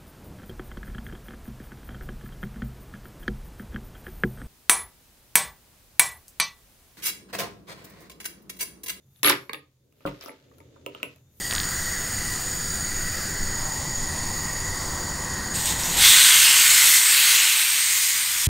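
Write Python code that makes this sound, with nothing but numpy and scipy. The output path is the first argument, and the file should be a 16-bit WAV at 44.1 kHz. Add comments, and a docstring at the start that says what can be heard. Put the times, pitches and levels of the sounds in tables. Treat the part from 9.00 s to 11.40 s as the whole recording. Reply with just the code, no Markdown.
"""Heard close, on a phone with two microphone ports in a small room: faint ticks, then spent brass cases
drop into a plastic box lid, rattle and ring. A rifle is set down on a wooden table and handled; its loose parts
tick and it slides on the wood. Room tone, hum and hiss run throughout. Blows are short noise cracks plus
decaying modes; rattle and rustle are noise grains; the room's answer is a decaying noise tail."""
import sys
import numpy as np
from scipy import signal
from scipy.fft import rfft, irfft
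from scipy.io import wavfile

SR = 44100
rng = np.random.default_rng(int(sys.argv[2]) if len(sys.argv) > 2 else 0)


def output_pcm(signal):
    """Save a mono or channel-first signal as 16-bit PCM at the path in sys.argv[1].

    Samples are clipped to [-1, 1] before scaling.
    """
    pcm = np.clip(np.atleast_2d(signal).T, -1, 1) * 32767
    wavfile.write(sys.argv[1], SR, np.round(pcm).astype(np.int16))


def volts_from_db(level):
    """Convert decibel levels to linear amplitude ratios."""
    exponent = np.asarray(level, float) / 20
    return 10 ** exponent


N = 105840
T = np.arange(N) / SR
PORTS = np.array([[1], [-1]])  # sign of a side signal at the left and right port

# Modes of the plastic lid. Each row: frequency in Hz, relative level in dB, t60 in seconds.
LID_MODES = [(143.6, -20, .15), (285.3, -8, .15), (407, -5, 0.12), (549, -1, 0.033), (879, -6, 0.0604),
             (1199.4, 1.5, .06), (1780, 4.5, 0.0482), (2118, 0, 0.037), (2500, 2, 0.013),
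             (2867, -13, 0.052), (3600, 0.5, 0.021), (4530, -2, 0.027)]
# Modes of the wooden table. Each row: frequency in Hz, relative level in dB, t60 in seconds.
TABLE_MODES = [(45.8, -18.5, 0.38), (164, 3, 0.041), (272.6, -3, .15), (396.8, -4.5, 0.21), (522, 4, 0.066),
               (640.7, 3, 0.055), (934, -4, 0.15), (1132, 1.5, 0.034), (1266, 4, 0.052)]


def unit(x):
    """Scale to rms 1."""
    return x / np.sqrt(np.mean(x ** 2))


def band(x, lo_hz, hi_hz, order=2):
    """Keep the sound between two frequencies with a Butterworth band-pass."""
    sos = signal.butter(order, [lo_hz, min(hi_hz, .45 * SR)], "band", fs=SR, output="sos")
    return signal.sosfilt(sos, x)


def curve(rows, col):
    """Gain over time, from a dB column against seconds in the first column."""
    rows = np.array(rows)
    return volts_from_db(np.interp(T, rows[:, 0], rows[:, col]))


def pan(x, db):
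    """Make the left port louder than the right by db."""
    return x * volts_from_db(db / 2 * PORTS)


def pair(n, wide):
    """Noise at the two ports: 0 is alike, 1 is unrelated."""
    mid, side = rng.standard_normal((2, n))
    return (mid + wide * side * PORTS) / np.sqrt(1 + wide ** 2)


def add(out, x, s):
    """Mix a short sound in at s seconds."""
    i = int(s * SR)
    out[:, i:i + x.shape[1]] += x[:, :N - i]


def ring(modes, push_s):
    """A struck body: each resonance is three close modes, differing in phase at the two ports."""
    detune, scatter_db, side_hz = .07, 3, 580  # above side_hz the phase difference is full
    t = np.arange(SR // 4)[:, None] / SR
    hz, db, t60 = np.repeat(np.array(modes), 3, axis=0).T
    level_draw, tune_draw, sign_draw, lean_draw = rng.standard_normal((4, len(hz)))
    phase = 2 * np.pi * hz * (1 + detune * tune_draw) * t
    swell = 1 - np.exp(-t / push_s)
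    gain = np.sign(sign_draw) * volts_from_db(db + scatter_db * level_draw) * 1000 ** (-t / t60) * swell
    lean = lean_draw * np.minimum(hz / side_hz, 1) ** 2
    x = np.array([(gain * np.sin(phase + k * lean)).sum(axis=1) for k in (1, -1)])
    return x / np.sqrt(np.mean(x[:, :SR // 50] ** 2))  # rms 1 over the first 20 ms


def blows(rows, modes, push_s, crack_s, knock_share=1):
    """Each blow is a short coloured crack at the contact, and the ring of the struck body."""
    knock_cycles, tone_q, grit = 2.6, 2.0, .35  # grit: noise share of the crack's colour
    out, t = np.zeros((2, N)), np.arange(SR // 25) / SR
    for s, db, hz, treble_db, body_db, pan_db in rows:
        burst = pair(len(t), 1) * (1 - np.exp(-t / crack_s * 10)) * np.exp(-t / crack_s)
        # the contact's own ring
        knock = np.sin(2 * np.pi * hz * t + .5 * PORTS) * np.exp(-t * hz / knock_cycles)
        colour = grit * burst + knock_share * knock
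        tone = band(colour, hz * (1 - .5 / tone_q), hz * (1 + .5 / tone_q))
        treble = band(burst, 1383, 19000)
        crack = (unit(tone) + volts_from_db(treble_db) * unit(treble)) / unit(burst).max()
        lean_db = np.clip(pan_db, -6, 6)
        add(out, pan(crack * volts_from_db(db), lean_db), s)
        add(out, pan(ring(modes, push_s) * volts_from_db(body_db), lean_db / 2), s)
    return out


def grains(per_s, spread_db):
    """Random short noise bursts of uneven size, each dying away with a 1.2 ms time constant."""
    chance, size_draw = rng.random((2, N))
    size = (chance < per_s / SR) * volts_from_db(-spread_db * np.log(size_draw))
    envelope = signal.lfilter([1], [1, -np.exp(-1 / (.0012 * SR))], size)
    return envelope * pair(N, 0.86)


def case_drops():
    """Brass cases strike the lid: a hard crack, then the plastic's modes."""
    # Each row: start in seconds, crack level in dB, crack colour in Hz, treble against that colour in dB,
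    # lid ring in dB, left minus right in dB before limiting.
    case_hits = [(.2313, -12, 3720, 5.5, -29.5, 7), (.246, -7, 3700, -2, -22.5, -2.5),
                 (.2745, -8, 1760, -1, -25.5, -6.5), (.2955, -9, 1390, -8, -31, 0.5),
                 (.2978, -5.5, 5430, 1, -21, -2), (.304, -8.5, 1000, -9.5, -34, -18),
                 (.3277, -10, 2030, -27, -31.5, -0.5), (.4948, -19, 2185, -18, -36.5, -3),
                 (.5322, -21.5, 3600, -2.5, -38.5, -5.5), (.5446, -21.5, 2660, -36.5, -40.5, 4.5)]
    return blows(case_hits, LID_MODES, push_s=0.000542, crack_s=.0019)


def rattle():
    """Cases rattle in the lid: small knocks between the drops, which also shake its modes."""
    # Each row: time in seconds, level of the knocks' main band in dB.
    rattle_swell = [(.229, -62.5), (.236, -31.5), (.25, -23), (.29, -18.5), (.312, -21.5), (.35, -37.5),
                    (.42, -71)]
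    knocks = grains(1600, 3.35)
    lid = signal.fftconvolve(knocks[:1], ring(LID_MODES, 0.0001))[:, :N]
    body = unit(band(knocks, 3240 / 2, 3240 * 1.19))
    treble = unit(band(knocks, 6500, 16000))
    on = (T > rattle_swell[0][0]) & (T < rattle_swell[-1][0])
    return on * curve(rattle_swell, 1) * (body + volts_from_db(-13.5) * treble + volts_from_db(-4.5) * unit(lid))


def brass():
    """The one high mode of a case mouth, swelling after a knock and cut off by the next touch."""
    # Each row: start in seconds, level in dB before a common lift, free ringing in seconds, frequency in Hz.
    case_rings = [(.161, -62, .03, 11250), (.234, -24, .011, 11262), (.248, -17, .027, 11262),
                  (.278, -19, .021, 11262), (.301, -31, .015, 11262), (.318, -43, .17, 11262),
                  (.533, -52, .065, 11230), (1.238, -58, .035, 11200), (1.277, -52, .042, 11200),
                  (1.583, -68, .02, 11200), (2.036, -53, .052, 11150)]
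    t60_s, rise_s, damp_s = .3, .004, .003
    lift_db, waver_db = 2.9, 2.5  # the ring's level wavers irregularly
    out, t = np.zeros((2, N)), np.arange(SR // 3) / SR
    for s, db, free_s, hz in case_rings:
        shape = (1 - np.exp(-t / rise_s)) * 1000 ** (-t / t60_s)
        shape = shape * np.exp(-np.maximum(t - free_s, 0) / damp_s)
        waver = unit(band(rng.standard_normal(len(t)), 20, 90))
        shape = shape * volts_from_db(db + lift_db + waver_db * waver)
        tone = np.sin(2 * np.pi * hz * t + .55 * PORTS)  # the ports hear opposite phase leads
        add(out, pan(shape * tone, 3), s)
    return out


def rifle_set_down():
    """The rifle meets the table: longer noise cracks without a contact tone, and the wood's modes."""
    # Each row: start in seconds, crack level in dB, crack colour in Hz, treble against that colour in dB,
    # table ring in dB, left minus right in dB before limiting.
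    thuds = [(1.0525, -31, 1221, -16, -28, -1), (1.061, -30.5, 3440, -2.5, -32, 3),
             (1.0725, -30.5, 2500, -11, -38, -7)]
    return blows(thuds, TABLE_MODES, push_s=0.00047, crack_s=0.0106, knock_share=0)


def part_ticks():
    """Parts tick under the hand, from faint to very loud, leaving the table's lowest modes still."""
    # Each row: start in seconds, crack level in dB, crack colour in Hz, treble against that colour in dB,
    # table ring in dB, left minus right in dB before limiting.
    tick_hits = [(.1606, -50, 3630, -4.5, -89, 5), (.1945, -54.5, 3600, 3.5, -77, 1),
                 (.9243, -59, 2616, 3, -76, -5), (1.0067, -50.5, 2500, -9.5, -60.5, -2.5),
                 (1.2107, -27.5, 5370, -7.5, -54, 1), (1.226, -39, 13000, -0.5, -75, 2),
                 (1.2371, -35, 13900, -10, -49.5, -2), (1.2474, -36, 15100, -19, -60, 8),
                 (1.26, -34, 5280, -2, -43.5, 7), (1.2744, -47, 5000, -2, -59, 14),
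                 (1.282, -43.5, 13750, 0, -43.5, -8), (1.293, -26.5, 2160, -21.5, -46, 0),
                 (1.5144, -52, 1860, -16, -60.5, -2), (1.5833, -56, 11500, 10, -62.5, 5),
                 (1.6033, -44, 2230, -8, -53, 16), (1.7609, -49.5, 1510, -15, -54.5, -1.5),
                 (1.8627, -19.5, 2743, -8, -36.5, -16), (1.9485, -28, 2940, -13.5, -45, -1.5),
                 (2.0009, -41, 2660, -19, -55, -4), (2.0302, -8.5, 2624, -11.5, -37.5, 0.5),
                 (2.1605, -56.5, 12180, 9, -69, 1)]
    stiff = [mode for mode in TABLE_MODES if mode[0] > 240]
    return blows(tick_hits, stiff, push_s=0.00052, crack_s=.0016)


def slide():
    """Hands and stock slide on wood: rubbing feeds the table's low resonances, fine grit rustles above."""
    # Each row: time in seconds, low rub level in dB, rustle level in dB.
    slide_swell = [(0, -67, -77.5), (.1, -95, -82.5), (.17, -88, -71), (.22, -78, -76), (.6, -70.5, -75.5),
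                   (.72, -90.5, -80), (.86, -70, -85.5), (.98, -68.5, -74.5), (1.1, -59, -52),
                   (1.2, -67, -62), (1.22, -71, -44), (1.3, -58.5, -54.5), (1.38, -74, -64),
                   (1.48, -58.5, -68.5), (1.62, -61, -69), (1.85, -57, -68.5), (1.95, -58.5, -58),
                   (2.12, -63, -60.5), (2.24, -80, -81), (2.4, -69.5, -73.5)]
    # The rubbed resonances, in Hz.
    rub_hz = (290, 410, 540)
    rub = sum(unit(band(pair(N, 0.49), hz / 1.264, hz * 1.078)) for hz in rub_hz)
    rustle = band(grains(4000, 3), 2200 / 2.2, 2200 * 2)
    return unit(rub) * curve(slide_swell, 1) + unit(rustle) * curve(slide_swell, 2)


def room(x):
    """The room's answer: a decaying noise tail per band, with the bass more alike at the two ports."""
    # Each row: band centre in Hz, relative level in dB, t60 in seconds.
    room_bands = [(150, -23.5, 0.33), (370, -27.5, 0.35), (1000, -29.5, 0.26), (2500, -29, 0.23),
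                  (5750, -36.5, 0.29), (10730, -29.5, 0.16)]
    t, tail = np.arange(SR * 3 // 4) / SR, 0
    for hz, db, t60 in room_bands:
        wide = min(hz / 537 / 2, 1)
        noise = unit(band(pair(len(t), wide), hz / 1.66, hz * 1.575))
        scale = np.sqrt(hz / t60) / SR * 10 ** 2
        tail = tail + volts_from_db(db) * noise * 1000 ** (-t / t60) * scale
    tail = tail * (1 - np.exp(-t / .002))  # the answer builds up over some 2 ms
    return signal.fftconvolve(x.mean(axis=0)[None], tail)[:, :N]


def room_tone():
    """Steady noise shaped over frequency, its treble less alike at the two ports."""
    # Each row: frequency in Hz, relative level in dB per Hz.
    tone_spectrum = [(15, -42), (28, -10), (60, -12.5), (100, -9), (150, -15), (300, -18), (450, -25.5),
                     (700, -35.5), (2000, -45), (4000, -35), (8000, -40), (16000, -38)]
    f = np.fft.rfftfreq(N, 1 / SR) + 1
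    hz, db = np.array(tone_spectrum).T
    mid, side = rfft(rng.standard_normal((2, N))) * volts_from_db(np.interp(np.log(f), np.log(hz), db))
    wide = np.clip(f / 1500, .15, .9)
    return unit(irfft(mid + wide * side * PORTS, N)) * volts_from_db(-71)


def hum():
    """Bands of noise, narrow in the bass, that swell and sink together."""
    # Each row: frequency in Hz, level in dB before the swell, width in Hz.
    hum_bands = [(86, -68, 8.2), (129.5, -64.5, 11), (3600, -85, 20), (6260, -83.5, 350),
                 (6900, -82.5, 240)]
    # Each row: time in seconds, gain on the bands in dB.
    hum_swell = [(0, 1.5), (.3, 5), (.65, -4), (.9, -4.5), (1.3, -2), (1.6, 6), (2.4, 5)]
    total = 0
    for hz, db, width_hz in hum_bands:
        noise = pair(N, min(hz / 1500, .9))
        total = total + volts_from_db(db) * unit(band(noise, hz - width_hz / 2, hz + width_hz / 2, order=1))
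    return total * curve(hum_swell, 1)


def hiss():
    """A swelling top hiss, with a weaker noise band just below it."""
    # Each row: time in seconds, level of the top band in dB.
    hiss_swell = [(0, -81), (.15, -67), (.45, -66), (.75, -96.5), (1.0, -72.5), (1.09, -71), (1.2, -71),
                  (1.45, -80.5), (1.58, -73), (1.8, -89.5), (2.1, -72.5), (2.28, -77), (2.4, -58.5)]
    top_band = unit(band(pair(N, 0.99), 10800, 15000, order=4))
    lower_band = unit(band(pair(N, 1.0), 5000, 10800))
    return (top_band + volts_from_db(-8.5) * lower_band) * curve(hiss_swell, 1)


def scene():
    """All blows and the rattle excite the room; the quiet layers stand alone."""
    near = case_drops() + rifle_set_down() + part_ticks() + rattle()
    return near + room(near) + brass() + slide() + room_tone() + hum() + hiss()


def low_pass(x):
    """Removes everything above the highest recorded frequency."""
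    return signal.sosfilt(signal.butter(12, 17150, fs=SR, output="sos"), x)


def record(dry):
    """The phone rounds the peaks and cuts the top with a steep low-pass at 15750 Hz."""
    rounded = np.tanh(dry)
    top_cut = signal.ellip(4, .5, 26, 15750, fs=SR, output="sos")  # .5 dB ripple, 26 dB stopband
    mix = signal.sosfilt(top_cut, rounded)
    return low_pass(mix)


dry = scene()
out = record(dry)
output_pcm(out)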